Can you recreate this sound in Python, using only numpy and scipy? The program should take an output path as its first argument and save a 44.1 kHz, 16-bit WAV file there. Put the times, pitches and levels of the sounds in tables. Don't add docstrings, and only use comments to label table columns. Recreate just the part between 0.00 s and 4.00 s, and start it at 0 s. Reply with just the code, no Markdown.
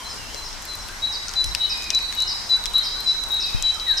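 import sys
import numpy as np
from scipy import signal
from scipy.io import wavfile

SR = 44100
rng = np.random.default_rng(int(sys.argv[2]) if len(sys.argv) > 2 else 0)


def dump_mix(stems):
    frames = np.atleast_2d(stems).T
    limited = np.clip(frames, -1, 1)
    pcm = np.round(limited * 32767).astype(np.int16)
    wavfile.write(sys.argv[1], SR, pcm)


N = 176400

# pitch_hz, relative_db
HISS_SHAPE = [(22, -4.5), (30, -1), (45, -7), (62, -8), (85, -13.5), (140, -19.5), (190, -21.5), (250, -19),
              (400, -22), (650, -20.5), (1000, -15), (1500, -19), (2000, -19), (2600, -23.5), (3500, -22.5),
              (5300, -19.5), (6500, -27.5), (8000, -27.5), (10000, -29), (13000, -45), (15500, -46)]
# pitch_hz, likeness
HISS_LIKENESS = [(30, 0.59), (85, 0.68), (170, 0.56), (350, .6), (700, 0.72), (1400, 0.36), (2800, 0.54),
                 (5600, .28), (11000, 0.12)]
# pitch_hz, left_minus_right_db
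HISS_SIDES = [(30, 4), (85, 4.5), (170, 4), (350, 3.5), (700, 4.5), (1400, -1), (2800, 0), (5600, 1),
              (13000, -2)]
# start_s, length_s, start_hz, end_hz, relative_db
FAR_BIRD_CALLS = [(-.02, 0.062, 3250, 3134, -37.5), (-.01, 0.052, 1060, 1020, -38),
                  (.17, 0.1, 2940, 2680, -41), (.27, 0.094, 2830, 3400, -42.5), (.88, .04, 1304, 1707, -36),
                  (1.267, 0.043, 1186, 1530, -38), (1.59, 0.11, 3020, 2950, -38.5),
                  (1.69, 0.14, 2510, 2457, -37.5), (1.81, 0.14, 2500, 2442, -37.5),
                  (1.991, 0.11, 4390, 4450, -34), (2.154, .13, 2880, 2995, -40.5),
                  (2.555, .035, 1310, 1726, -37), (2.70, 0.091, 3030, 3140, -45),
                  (2.738, 0.048, 1201, 1404, -39), (2.79, 0.097, 3156, 3200, -39.5),
                  (2.952, 0.036, 1306, 1630, -36), (3.39, 0.23, 2580, 2563, -40),
                  (3.56, 0.22, 3183, 3125, -38.5), (3.745, .045, 1390, 1246, -38.5),
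                  (3.86, 0.091, 1990, 1556, -31.5)]
# start_s, length_s, pitch_hz, glide_hz, level_db, quaver (0 to 1), room_db
WHISTLE_NOTES = [(0.038, 0.054, 4070, -34, -33, 0.5, -32), (0.353, 0.067, 4075, -45, -33.5, 0.2, -31),
                 (0.669, 0.095, 4060, -67, -30.5, 0.45, -33.5),
                 (1.018, 0.062, 3903, 60, -19.5, 0.83, -23.5), (1.354, 0.073, 3982, -47, -15.5, 0.4, -21),
                 (1.596, 0.068, 3888, 48, -17, 1, -24), (1.928, 0.064, 3956, -33, -15, 0.37, -18.5),
                 (2.17, 0.07, 3914, 111, -16, 1, -23.5), (2.491, 0.0792, 3968, -56, -12, 0, -21),
                 (2.733, 0.068, 3922, 64, -13.5, 1, -21.5), (2.933, 0.093, 4058, -27, -29.5, .2, -28.5),
                 (3.055, 0.074, 3958, -75, -14, 0, -17), (3.3, 0.074, 3861, 49, -18, 1, -20.5),
                 (3.626, 0.091, 3937, -12, -15, 0.28, -20), (3.865, 0.071, 3902, 74, -14.5, 1, -22)]
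# start_s, length_s, start_hz, end_hz, relative_db
RASP_NOTES = [(0.084, .06, 5340, 5000, -35), (0.432, 0.061, 5540, 4970, -36), (0.797, .04, 5650, 5150, -38),
              (1.120, 0.049, 5300, 4620, -28.5), (1.454, 0.058, 5640, 5170, -35.5),
              (1.691, .055, 5300, 4670, -27), (2.268, 0.069, 5356, 4660, -26),
              (2.828, .064, 5386, 4590, -27.5), (3.062, 0.0607, 5530, 5200, -36),
              (3.399, 0.057, 5470, 4590, -26.5), (3.734, 0.048, 5530, 5080, -40),
              (3.966, 0.045, 5380, 4660, -24.5)]
# start_s, length_s, top_hz, relative_db
LOW_BUMPS = [(.343, .035, 850, -38), (1.445, .15, 75, -28)]
# start_s, ring_hz, ring_db, snap_db
NUT_BITES = [(.3454, 5300, -14.5, -29), (0.529, 5300, -17, -41), (0.6537, 12300, -24.5, -24),
             (.7361, 6350, -24, -27), (0.754, 12100, -23, -36), (.8822, 11600, -32, -35),
             (.887, 3120, -22, -29), (1.2835, 6000, -12, -36), (1.2927, 5870, -15, -30),
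             (1.3134, 7700, -24, -29), (1.3377, 5100, -13, -24), (1.443, 5680, -10, -19),
             (1.4429, 10100, -12.5, -43), (1.5498, 5050, -2.5, -23), (1.549, 2760, -5, -16),
             (1.823, 5700, -26, -24), (1.832, 7040, -20, -32), (1.842, 6360, -19, -26),
             (1.9038, 5600, -0.5, -18), (1.9036, 3130, -5, -32), (1.949, 5760, -7, -24),
             (1.9895, 6600, -32, -19), (2.0273, 13700, -30, -31), (2.126, 5430, -14, -29),
             (2.1254, 2150, -13, -28), (2.1359, 6550, -22, -28), (2.150, 12800, -22, -38),
             (2.2037, 7700, -24, -16.5), (2.2221, 6940, -16, -19), (2.6397, 5230, -18, -21.5),
             (2.657, 5600, -7, -15.5), (2.6571, 3570, -7, -32), (2.6637, 5350, -9, -24),
             (2.7355, 5600, -30, -26), (2.7825, 11600, -17.5, -25), (3.0052, 12000, -20.5, -31),
             (3.2378, 5600, -28, -21), (3.2861, 13000, -29, -39), (3.319, 13500, -21.5, -38),
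             (3.3434, 12000, -24, -44), (3.625, 5900, -14, -13.5), (3.7459, 8000, -34, -27),
             (3.7985, 4660, -10.5, -49), (3.883, 13100, -30, -37), (3.9127, 12300, -24, -35),
             (3.9835, 5170, -9, -29)]
# pitch_hz, level_db, fade_s
HOUSING_TONES = [(27, -15, 0.28), (75, -7, 0.041), (170, -19, 0.013)]

ROOM_FADE_S, ROOM_DELAY_S, ROOM_BUILD_S = 1, 0.011, 0.0078
HISS_DB, HISS_FLICKER_DB = -35.5, 1.2
RING_FADE_S, SNAP_FADE_S, CRUMBLE_FADE_S = 0.0037, 0.0042, 0.04
TICKS_PER_S, QUIETEST_TICK_DB, TICK_SPREAD_DB = 35, -42, 4
SQUIRREL_PAN_DB, SQUIRREL_ROOM_DB = 8.5, -10.5
QUAVER_HZ, PURE_RELEASE_S, QUAVER_RELEASE_S = 231, 0.024, 0.008
BUZZ_S, BUZZ_DB = 0.028, -13
RASP_FLUTTER_HZ = 310
PIPE_START_S, PIPE_EVERY_S, PIPE_NOTES = 0.645, 0.2658, 9
PIPE_LENGTH_S, PIPE_HZ, PIPE_RISE_HZ = 0.085, 1890, 270


def from_db(db):
    return 10 ** (np.asarray(db) / 20)


def rms_one(x):
    return x / np.sqrt(np.mean(x ** 2) + 1e-20)


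def at_hz(points, hz):
    pitches, values = np.array(points).T
    return np.interp(np.log(hz), np.log(pitches), values)


def clock(length):
    return np.arange(int(length * SR)) / SR


def wander(t, rate):
    return np.interp(t * rate, np.arange(2048), rng.standard_normal(2048))


def band(x, low, high):
    edges = [low, min(high, SR / 2 - 100)]
    return signal.sosfilt(signal.butter(2, edges, "band", fs=SR, output="sos"), x)


def tone(hz):
    return np.sin(2 * np.pi * np.cumsum(hz) / SR)


def swell(t, length, attack, release):
    rise = np.sin(np.pi / 2 * np.clip(t / attack, 0, 1))
    fall = np.sin(np.pi / 2 * np.clip((length - t) / release, 0, 1))
    return rise * fall


def add(track, start_s, sound):
    i = int(start_s * SR)
    sound, i = sound[max(-i, 0):], max(i, 0)
    track[i:i + len(sound)] += sound[:max(N - i, 0)]


def pan(x, db):
    return x * from_db([[db / 2], [-db / 2]])


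def room(x):
    t = clock(1.2)
    build = 1 - np.exp(-np.maximum(t - ROOM_DELAY_S, 0) / ROOM_BUILD_S)
    tail = rng.standard_normal((2, len(t))) * from_db(-60 * t / ROOM_FADE_S) * build
    return signal.fftconvolve(x[None], rms_one(tail) / np.sqrt(len(t)), axes=1)[:, :N]


def hiss():
    out, t = 0, np.arange(N) / SR
    edges = 18 * 2 ** np.arange(0, 10.1, .5)
    white = rng.standard_normal((2, 2, N))
    for k, (low, high) in enumerate(zip(edges, edges[1:])):
        shared, side = band(white[k % 2], low, high)
        hz = np.sqrt(low * high)
        alike = at_hz(HISS_LIKENESS, hz)
        both_ears = shared + np.sqrt((1 - alike) / (1 + alike)) * side * [[1], [-1]]
        gain = from_db(at_hz(HISS_SHAPE, hz) + HISS_FLICKER_DB * wander(t, 14))
        out = out + gain * pan(both_ears, at_hz(HISS_SIDES, hz))
    return from_db(HISS_DB) * rms_one(out)


def far_birds():
    out = np.zeros(N)
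    for start, length, start_hz, end_hz, db in FAR_BIRD_CALLS:
        t = clock(length)
        pitch = start_hz + (end_hz - start_hz) * t / length + 64.8 * wander(t, 134.7)
        add(out, start, from_db(db) * swell(t, length, 0.018, 0.011) * tone(pitch))
    return from_db(-1.5) * out + from_db(-1) * room(out)


def crack(hz, ring_db, snap_db):
    t = clock(.03)
    snap, crumbs = band(rng.standard_normal((2, len(t))), 2140, 9700)
    ring = np.sin(2 * np.pi * hz * t) * from_db(-60 * t / RING_FADE_S) * (1 - np.exp(-t * hz))
    crumble = rms_one(band(crumbs, hz * 0.59, hz * 1.17)) * from_db(-21.5 - 60 * t / CRUMBLE_FADE_S)
    snap = rms_one(snap) * from_db(-0.5 - 60 * t / SNAP_FADE_S)
    return from_db(ring_db) * (ring + crumble) + from_db(snap_db) * snap


def tooth_ticks():
    out = np.zeros(N)
    starts = np.cumsum(rng.exponential(1 / TICKS_PER_S, 300))
    for start in starts[starts < N / SR]:
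        db = QUIETEST_TICK_DB + TICK_SPREAD_DB * min(rng.exponential(), 3)
        add(out, start, crack(rng.uniform(5000, 14000), db, db - 1))
    return out


def whistles():
    direct, to_room = np.zeros((2, N))
    for start, length, hz, glide_hz, db, quaver, room_db in WHISTLE_NOTES:
        t = clock(length + BUZZ_S)
        progress = np.minimum(t / length, 1)
        slide = glide_hz * (progress - .5) * (t < length)
        shake = quaver * tone(QUAVER_HZ * (1 + 0.058 * wander(t, 98)))
        depth = 50 * progress + 190 * progress ** 12
        jitter = (8 + 30 * quaver * progress) * wander(t, 602)
        tremble = 1 + 0.26 * shake + 0.25 * quaver * wander(t, 164)
        voice = tremble * tone(hz + slide + depth * shake + jitter)
        release = np.interp(quaver, [0, 1], [PURE_RELEASE_S, QUAVER_RELEASE_S])
        body = swell(t, length, length / 2, release) ** 0.86
        buzz = quaver * from_db(BUZZ_DB) * swell(t, length + BUZZ_S, 0.004, 0.004)
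        add(direct, start, from_db(db) * np.maximum(body, buzz) * voice)
        add(to_room, start, from_db(room_db) * np.maximum(body, 3.9 * buzz) * voice)
    return pan(direct, db=4.2) + room(to_room)


def rasps():
    out = np.zeros(N)
    biggest_fall = max(start_hz - end_hz for _, _, start_hz, end_hz, _ in RASP_NOTES)
    for start, length, start_hz, end_hz, db in RASP_NOTES:
        t = clock(length)
        fall_hz = start_hz - end_hz
        swing = 324 * tone(RASP_FLUTTER_HZ * (1 + 0.23 * wander(t, 192)))
        jitter = 224 * wander(t, 1511)
        pitch = start_hz - fall_hz * t / length + (swing + jitter) * np.sqrt(fall_hz / biggest_fall)
        level = swell(t, length, attack=0.015, release=0.01) * (1 + 0.39 * wander(t, 687))
        add(out, start, from_db(db) * level * tone(pitch))
    return from_db(1.5) * (pan(out, db=3.5) + room(out))


def bumps():
    out = np.zeros((2, N))
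    for start, length, top_hz, db in LOW_BUMPS:
        t = clock(length)
        level = from_db(db - 1) * swell(t, length, attack=0.0042, release=length * 1.26)
        for ear in out:
            rumble = band(rng.standard_normal(SR), top_hz / 3, top_hz)[-len(t):]
            add(ear, start, level * rms_one(rumble))
    return out


def bites():
    out = np.zeros(N)
    for start, ring_hz, ring_db, snap_db in NUT_BITES:
        add(out, start, crack(ring_hz, ring_db, snap_db))
    return out


def piping_bird():
    out, t = np.zeros(N), clock(PIPE_LENGTH_S)
    pitch = PIPE_HZ + PIPE_RISE_HZ * t / PIPE_LENGTH_S
    note = from_db(-38) * swell(t, PIPE_LENGTH_S, .05, .025) * tone(pitch)
    for k in range(PIPE_NOTES):
        strength = min(1, .4 + .3 * k)
        add(out, PIPE_START_S + k * PIPE_EVERY_S, strength * note)
    return np.array([out, -from_db(-3) * out]) + from_db(-12) * room(out)


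def knock():
    out, t = np.zeros(N), clock(.3)
    ring = sum(from_db(db - 60 * t / fade_s) * np.sin(2 * np.pi * hz * t)
               for hz, db, fade_s in HOUSING_TONES)
    add(out, start_s=3.547, sound=ring * swell(t, .3, 0.0027, .05))
    return np.array([out, -from_db(-5) * out])


def scene():
    around = hiss() + far_birds() + whistles() + rasps() + bumps() + piping_bird() + knock()
    nibbling = tooth_ticks() + bites()
    return around + pan(nibbling, SQUIRREL_PAN_DB) + from_db(SQUIRREL_ROOM_DB) * room(nibbling)


def record(dry):
    return signal.sosfilt(signal.ellip(10, .1, 80, 15700, fs=SR, output="sos"), dry)


dry = scene()
out = record(dry)
dump_mix(out)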